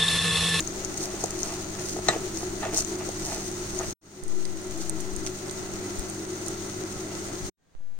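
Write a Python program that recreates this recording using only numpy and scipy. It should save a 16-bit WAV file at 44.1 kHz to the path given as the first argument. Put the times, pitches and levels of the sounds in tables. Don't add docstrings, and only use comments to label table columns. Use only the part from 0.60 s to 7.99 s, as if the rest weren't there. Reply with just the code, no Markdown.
import sys
import numpy as np
from scipy import signal
from scipy.fft import rfft, irfft
from scipy.io import wavfile

SR = 44100
rng = np.random.default_rng(int(sys.argv[2]) if len(sys.argv) > 2 else 0)


def wav_out(sig):
    wavfile.write(sys.argv[1], SR, np.round(np.clip(np.atleast_2d(sig).T, -1, 1) * 32767).astype(np.int16))


def voltage_ratio(decibels):
    exponent = np.asarray(decibels, float) / 20
    return 10 ** exponent


N = 325878
T = np.arange(N) / SR
HZ = np.maximum(np.fft.rfftfreq(N, 1 / SR), 1)

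# start in seconds, end in seconds.
PASSAGES = [(-2.5, 3.328), (3.412, 6.893), (6.97, 7.6)]
# frequency in Hz, density in dB per Hz.
ROAR_SPECTRUM = [(25, -63), (60, -75), (130, -68.5), (250, -73.5), (420, -87), (480, -75), (700, -73.5),
                 (1000, -78), (1700, -80.5), (3000, -89), (6000, -105)]
# frequency in Hz, width at -6 dB in Hz, density at the centre in dB per Hz.
ROAR_RESONANCES = [(149.8, 6.8, -60.5), (277, 19, -63), (325.6, 28.8, -55.5), (367.4, 15.2, -51),
                   (410.4, 36, -63), (627, 140, -75), (807, 20, -75.5), (1297, 18, -72), (1364, 120, -75),
                   (2006, 89, -74.5)]
# frequency in Hz, level in dB rms.
MAINS_HUM = [(100.2, -47), (200.4, -48.5)]
# frequency in Hz, correlation from 0 to 1.
ROAR_CORRELATION = [(60, 0.8), (130, 0.9), (290, 0.97), (640, 0.63), (1410, 0), (3100, 0), (6820, 0),
                    (15000, 0.08)]
# instant in seconds, peak in dB before panning and room,
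# length in ms before filtering.
LOUD_SPITS = [(0.0056, -19, 2.4), (0.0753, -28, 1.4), (0.2484, -19, 0.78), (0.3739, -20, 1.1),
              (0.3776, -24, 2.4), (0.4361, -25, 1.5), (0.613, -26, 1.1), (0.64, -18, 2.5),
              (0.6595, -23, 1.5), (0.7072, -22, 2.1), (0.8321, -17, 1.2), (1.7726, -23, 1.3),
              (2.1587, -35.5, 1.4), (2.1649, -19, 1.1), (2.1752, -15.5, 1.4), (2.1816, -17.5, 0.9),
              (2.1896, -23.5, 1.2), (2.222, -25.5, 1.0), (2.1994, -21.5, 0.85), (2.2074, -20, 1.6),
              (2.2481, -22, 1.2), (2.4902, -22, 1.3), (2.6669, -22, 1.3), (2.9156, -26.5, 1.9),
              (3.1903, -20.5, 1.2), (3.2994, -29.5, 2), (3.3081, -22, 0.84), (3.6369, -23, 1.4),
              (3.6816, -28, 1.9), (4.1107, -26, 1.6), (4.1772, -28.5, 2.7), (4.2963, -14.5, 0.77),
              (4.4068, -28, 3.8), (4.5637, -21, 1.3), (4.9115, -26.5, 2.6), (5.1379, -26, 1.1),
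              (5.3884, -28.5, 0.7), (5.3946, -21, 0.7), (5.4997, -26.5, 1.9), (5.6344, -37, 0.6),
              (5.8627, -28.5, 2.5), (5.8835, -21, 1.6)]
BLISTERS = [(3.8535, -26.5, 3.1), (4.2165, -29.5, 1.5), (4.6651, -22.5, 1.5), (4.6731, -25, 2.4),
            (4.8968, -27.5, 1.5)]
# centre in seconds, level in dB before filtering,
# half length (standard deviation) in seconds.
SPATTER_SWELLS = [(.25, -39.5, 0.0072), (.378, -36, 0.0053), (.43, -35, 0.023), (.63, -40, 0.021),
                  (.84, -40.5, 0.07), (1.3, -39.5, 0.054), (1.79, -41, 0.034), (2.183, -26.5, 0.024),
                  (2.72, -40.5, 0.12), (3.2, -43, 0.087), (4.22, -38, 0.013), (4.67, -38.5, 0.01),
                  (4.91, -53, 0.022), (5.875, -48, 0.016)]
# frequency in Hz, relative level in dB, undamped t60 in seconds.
POT_MODES = [(463, -11, 0.1), (616, -2, 0.043), (671.3, 1, 0.05), (806, -5.5, 0.064), (880, -12.5, 0.053),
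             (1247, -6.5, 0.14), (1370, -25.5, 0.061), (1744, -14, 0.22), (1898, -2.5, 0.045),
             (1948, -10.5, 0.14), (2080, -12, 0.056), (2660, -14, 0.06), (3740, -7, 0.078),
             (3940, -14.5, .1), (4104, -5, 0.045), (4870, -18.5, 0.09), (6230, -19, .06),
             (6610, -18, 0.043), (7650, -10, 0.12)]
# instant in seconds, peak in dB before the room,
# push length (four standard deviations) in ms, t60 in seconds that the paste under the blade allows.
KNOCKS = [(.538, -27, 2.8, 0.024), (.6383, -18, 1.05, 0.016), (1.3622, -25, 0.72, .03),
          (1.3875, -26, 0.97, .03), (1.484, -7, 0.023, 0.21), (1.4935, -21, 3.2, .04),
          (1.5605, -21, 1.5, 0.017), (1.828, -26.5, 0.77, 0.04), (2.0285, -26, 0.23, 0.28),
          (2.0425, -37, 0.9, 0.046), (2.061, -27.5, 1.4, 0.054), (2.133, -24, 3.1, .04),
          (2.4885, -25, 1.3, 0.037), (2.7195, -25.5, 0.48, 0.034), (3.1965, -26, 0.46, 0.063),
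          (3.207, -25.5, 0.49, 0.048)]
# centre in seconds, level of the rumble in dB,
# half length (standard deviation) in seconds.
STROKES = [(.584, -47, 0.18), (.91, -45, 0.059), (1.2, -46.5, 0.053), (1.524, -35.5, 0.039),
           (2.042, -35.5, 0.016), (2.07, -44, 0.013), (2.14, -40.5, 0.054), (2.418, -43, 0.015),
           (2.735, -39, 0.054), (3.225, -42, 0.025)]
# instant in seconds, left amplitude, right amplitude.
PHONE_BUMPS = [(3.285, 0.039, -0.041), (4.531, 0.082, -.011), (4.655, 0.025, -0.016),
               (5.393, 0.095, 0.0092), (6.844, 0.07, -0.043)]
# start in seconds, scale of left swing, scale of right step, right settling time in seconds.
OFFSET_WAKES = [(3.629, 0.16, 0.046, 0.03), (7.151, 0.082, 0.025, 0.13)]
# start in seconds, left scale, right scale.
OFFSET_STEPS = [(3.632, -.015, 0), (7.1505, -.0035, 0), (7.2062, -.007, -.003)]
# frequency in Hz, density in dB per Hz.
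QUIET_SPECTRUM = [(30, -76), (70, -77.5), (170, -85), (450, -86.5), (1000, -94), (1600, -96.5),
                  (3200, -100), (6000, -109), (16000, -106)]
# frequency in Hz, level in dB rms.
QUIET_TONES = [(166.9, -66.5), (1581, -73.5), (1857, -74.5)]
# frequency in Hz, left gain in dB, right gain in dB.
PORT_COLOUR = [(60.7, -1.5, -4), (187, 0.45, 3.5), (378, 1.34, -1.2), (1320, -0.73, 1.5), (3300, 0.5, -1),
               (4280, 4, 4), (4800, 3.5, 3), (5280, 6.5, -0.5), (6540, 14.5, 6.5), (7510, 4.5, 0.5),
               (8330, -5.5, 8.5), (9300, -20, 6), (9920, -46.5, -12.5), (10400, -50, -39),
               (10600, -31.5, -19), (12400, -19, -7.5), (13700, -16, -7), (15500, -8.5, -4.5)]

STIR_END = PASSAGES[0][1]
SIMMER_START, SIMMER_END = PASSAGES[1]


def along(table, column=1):
    rows = np.array(table)
    return np.interp(np.log(HZ), np.log(rows[:, 0]), rows[:, column])


def noise(gain, correlation):
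    mid, side = rfft(rng.standard_normal((2, N))) * gain * np.sqrt(SR / 2)
    mid = mid * np.sqrt((1 + correlation) / 2)
    side = side * np.sqrt((1 - correlation) / 2)
    return irfft(np.array([mid + side, mid - side]), N)


def tones(table):
    return sum(voltage_ratio(db) * np.sqrt(2) * np.sin(2 * np.pi * hz * T) for hz, db in table)


def band(x, lo_hz, hi_hz):
    return signal.sosfilt(signal.butter(2, [lo_hz, hi_hz], "bandpass", fs=SR, output="sos"), x)


def walk(rate_hz):
    x = irfft(rfft(rng.standard_normal(N)) / (1 + (HZ / rate_hz) ** 2), N)
    return x / x.std()


def crackle(rate_hz, spread_db):
    size = np.minimum(rng.exponential(size=N), 4)
    struck = rng.random(N) < rate_hz / SR
    x = struck * rng.standard_normal(N) * voltage_ratio(spread_db * size)
    return x / x.std()


def humps(table):
    return sum(voltage_ratio(db) * np.exp(-.5 * ((T - s) / half) ** 2) for s, db, half in table)


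def decay(t, t60):
    return np.exp(-np.log(1000) * t / t60)


def kitchen(x, t60, wet_db):
    size, right_lag = 12000, 3
    tail = rng.standard_normal((2, size)) * decay(T[:size], t60)
    tail = voltage_ratio(wet_db) * tail / np.sqrt(np.sum(tail ** 2, axis=1, keepdims=True))
    x = x * np.ones((2, 1))
    direct = np.array([x[0], np.roll(x[1], right_lag)])
    return direct + signal.fftconvolve(x, tail, axes=1)[:, :N]


def fade(passage, rise_s=0.59, bend=0.77):
    start, end = passage
    rise = (1 - np.exp(-np.clip(T - start, 0, None) / rise_s)) ** bend
    return rise * np.clip((end - T) / 0.008 + 1, 0, 1) ** 2


def stove():
    power = voltage_ratio(along(ROAR_SPECTRUM)) ** 2
    for hz, width, db in ROAR_RESONANCES:
        power += voltage_ratio(db) ** 2 / (1 + (2 * (HZ - hz) / width) ** 2) ** 2
    roar = noise(np.sqrt(power), np.clip(along(ROAR_CORRELATION), 0, 1))
    return roar * voltage_ratio(.8 * walk(7.)) + tones(MAINS_HUM)


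def pudding_hiss():
    stirred_db, simmer_db, growth_db_per_s = -41.5, -43, 0.09
    simmer_level = simmer_db + growth_db_per_s * (T - SIMMER_START)
    level_db = np.where(T < SIMMER_START, stirred_db, simmer_level)
    fizz = np.array([crackle(1000.0, 4.9), crackle(1300.0, 1.5)])
    hiss = rng.standard_normal((2, N)) * voltage_ratio(1.58 * walk(17.0)) + voltage_ratio(-5.5) * fizz
    return band(hiss * voltage_ratio(level_db), 1400.0, 18000.)


def arm_shake():
    shake = voltage_ratio(-19.0) * band(rng.standard_normal(N), 8.2, 49.0)
    return shake * voltage_ratio(3.1 * walk(3.)) * (T < STIR_END)


def steam_spits():
    count, small_db, spread_db, small_ms = 110, -39, 1.5, 1.1
    when, size, long = rng.random((count, 3)).T
    small = zip(when * SIMMER_END, small_db - spread_db * np.log(size), small_ms * (.5 + long))
    instant, peak_db, ms = np.array(list(BLISTERS) + list(LOUD_SPITS) + list(small)).T
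    lead = 128
    puff = rng.standard_normal((len(instant), 2, 4 * lead))
    pan_db = np.where(instant < SIMMER_START, 8, -8) + 2.5 * puff[:, 0, 0]
    u = (T[:puff.shape[2]] - T[lead]) * 2000 / np.maximum(ms, .2)[:, None, None]
    jets = (puff + 0.25 * puff[:, :1]) * np.exp(-u ** 2)
    jets[:, :, lead] += voltage_ratio(7.)
    deep = band(jets[:len(BLISTERS)], 1500.0, 8200.0)
    bright = band(band(jets[len(BLISTERS):], 5900.0, 13000.), 3800.0, 18000.)
    jets = np.concatenate([deep, bright])
    jets = jets / np.abs(jets).max(axis=2, keepdims=True)
    spits = np.zeros((2, N))
    for s, db, pan, jet in zip(instant, peak_db, pan_db, jets):
        i = max(int(s * SR) - lead, 0)
        spits[:, i:i + jet.shape[1]] += jet * voltage_ratio(db + np.array([[pan], [-pan]]) / 2)
    return kitchen(spits, .03, -8.)


def spatter():
    grains = crackle(1800.0, 4.5) + 0.6 * rng.standard_normal((2, N))
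    grains = band(grains * humps(SPATTER_SWELLS), 3700.0, 14000.0)
    return band(kitchen(grains, 0.017, -2.), 2300., 18000.0)


def pot_ring():
    size = 12000
    t = T[:size]
    ring = np.zeros(size)
    for k, (hz, db, t60) in enumerate(POT_MODES):
        ring += (-1) ** k * voltage_ratio(db) * np.sin(2 * np.pi * hz * t) * decay(t, t60)
    ring += voltage_ratio(-3.0) * band(rng.standard_normal(size), 450.0, 2600.0) * decay(t, 0.26)
    ring += voltage_ratio(-10.5) * band(rng.standard_normal(size), 5000.0, 7500.0) * decay(t, 0.029)
    ring += voltage_ratio(-1.0) * band(rng.standard_normal(size), 820.0, 5300.0) * decay(t, 0.029)
    return ring * (1 - np.exp(-t / 0.00052))


def knocks(ring):
    blows = np.zeros(N)
    t = T[:len(ring)]
    push_t = T[:2048]
    for instant, peak_db, ms, paste_t60 in KNOCKS:
        push = np.exp(-.5 * ((push_t * 1000 - ms) / (ms / 4)) ** 2)
        chatter = 0.035 * rng.standard_normal(len(push_t)) * np.exp(-push_t / 0.0012)
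        force = signal.fftconvolve(push, np.append(1, chatter))
        damped = ring * decay(t, max(paste_t60, .005))
        knock = signal.fftconvolve(damped, force)[:len(ring)]
        knock = voltage_ratio(peak_db) * knock / np.abs(knock).max()
        i = int((instant - ms / 1000) * SR)
        blows[i:i + len(ring)] += knock[:N - i]
    return blows


def scrapes(ring):
    slips = crackle(1100., 2.)
    ringing = signal.fftconvolve(slips, ring)[:N]
    rumble = band(slips + voltage_ratio(-23.0) * ringing, 360.0, 1000.0)
    rasp = band(band(slips, 900.0, 2900.0), 800., 3100.)
    friction = rumble / rumble.std() + voltage_ratio(-4.5) * rasp / rasp.std()
    return friction * humps(STROKES)


def spatula():
    ring = pot_ring()
    return kitchen(knocks(ring) + scrapes(ring), 0.069, -5.5)


def phone_bumps():
    out = np.zeros((2, N))
    for s, left, right in PHONE_BUMPS:
        u = (T - s) * 1000 / 5.5
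        out += np.array([[left], [right]]) * (np.exp(-u ** 2) - 0.55 * np.exp(-(u - 2) ** 2 / 2))
    return out


def left_flutter():
    flutter = voltage_ratio(-25.5) * band(rng.standard_normal(N), 21.0, 53.0) * voltage_ratio(10.0 * walk(9.1))
    flutter = flutter * (T > SIMMER_START) * voltage_ratio(-1.6 * (T - SIMMER_START))
    return np.array([flutter, np.zeros(N)])


def offset():
    out = np.zeros((2, N))
    for s, swing, step, settle in OFFSET_WAKES:
        t = np.clip(T - s, 0, None)
        late = np.clip(T - s - .014, 0, None)
        swing_envelope = (1 - np.exp(-late / 0.054)) * np.exp(-late / .5)
        out[0] += swing * swing_envelope * np.cos(2 * np.pi * late / 1.57)
        sinking = 0.9 * np.exp(-t / settle) - 0.14 * np.exp(-t / 1.0)
        out[1] += step * (1 - np.exp(-t / 0.00004)) * sinking
    for s, left, right in OFFSET_STEPS:
        jump = np.clip((T - s) / .0002, 0, 1) * np.exp(-np.clip(T - s, 0, None) / .04)
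        out += np.array([[left], [right]]) * jump
    return out * ((T < SIMMER_END) | (T > OFFSET_WAKES[1][0]))


def quiet_room():
    return noise(voltage_ratio(along(QUIET_SPECTRUM)), 0.16) + tones(QUIET_TONES)


def scene():
    pudding = pudding_hiss() + steam_spits() + spatter()
    handling = arm_shake() + phone_bumps() + left_flutter()
    cooking = stove() + pudding + spatula() + handling
    cooking = cooking * (fade(PASSAGES[0]) + fade(PASSAGES[1]))
    return cooking + quiet_room() * fade(PASSAGES[2])


def top_cut(x):
    return signal.sosfilt(signal.butter(12, 17030, fs=SR, output="sos"), x)


def record(dry):
    colour = voltage_ratio(np.array([along(PORT_COLOUR, 1), along(PORT_COLOUR, 2)]))
    ports = colour * (HZ < 15950)
    mix = irfft(rfft(dry) * ports, N) + offset()
    return top_cut(mix)


dry = scene()
out = record(dry)
wav_out(out)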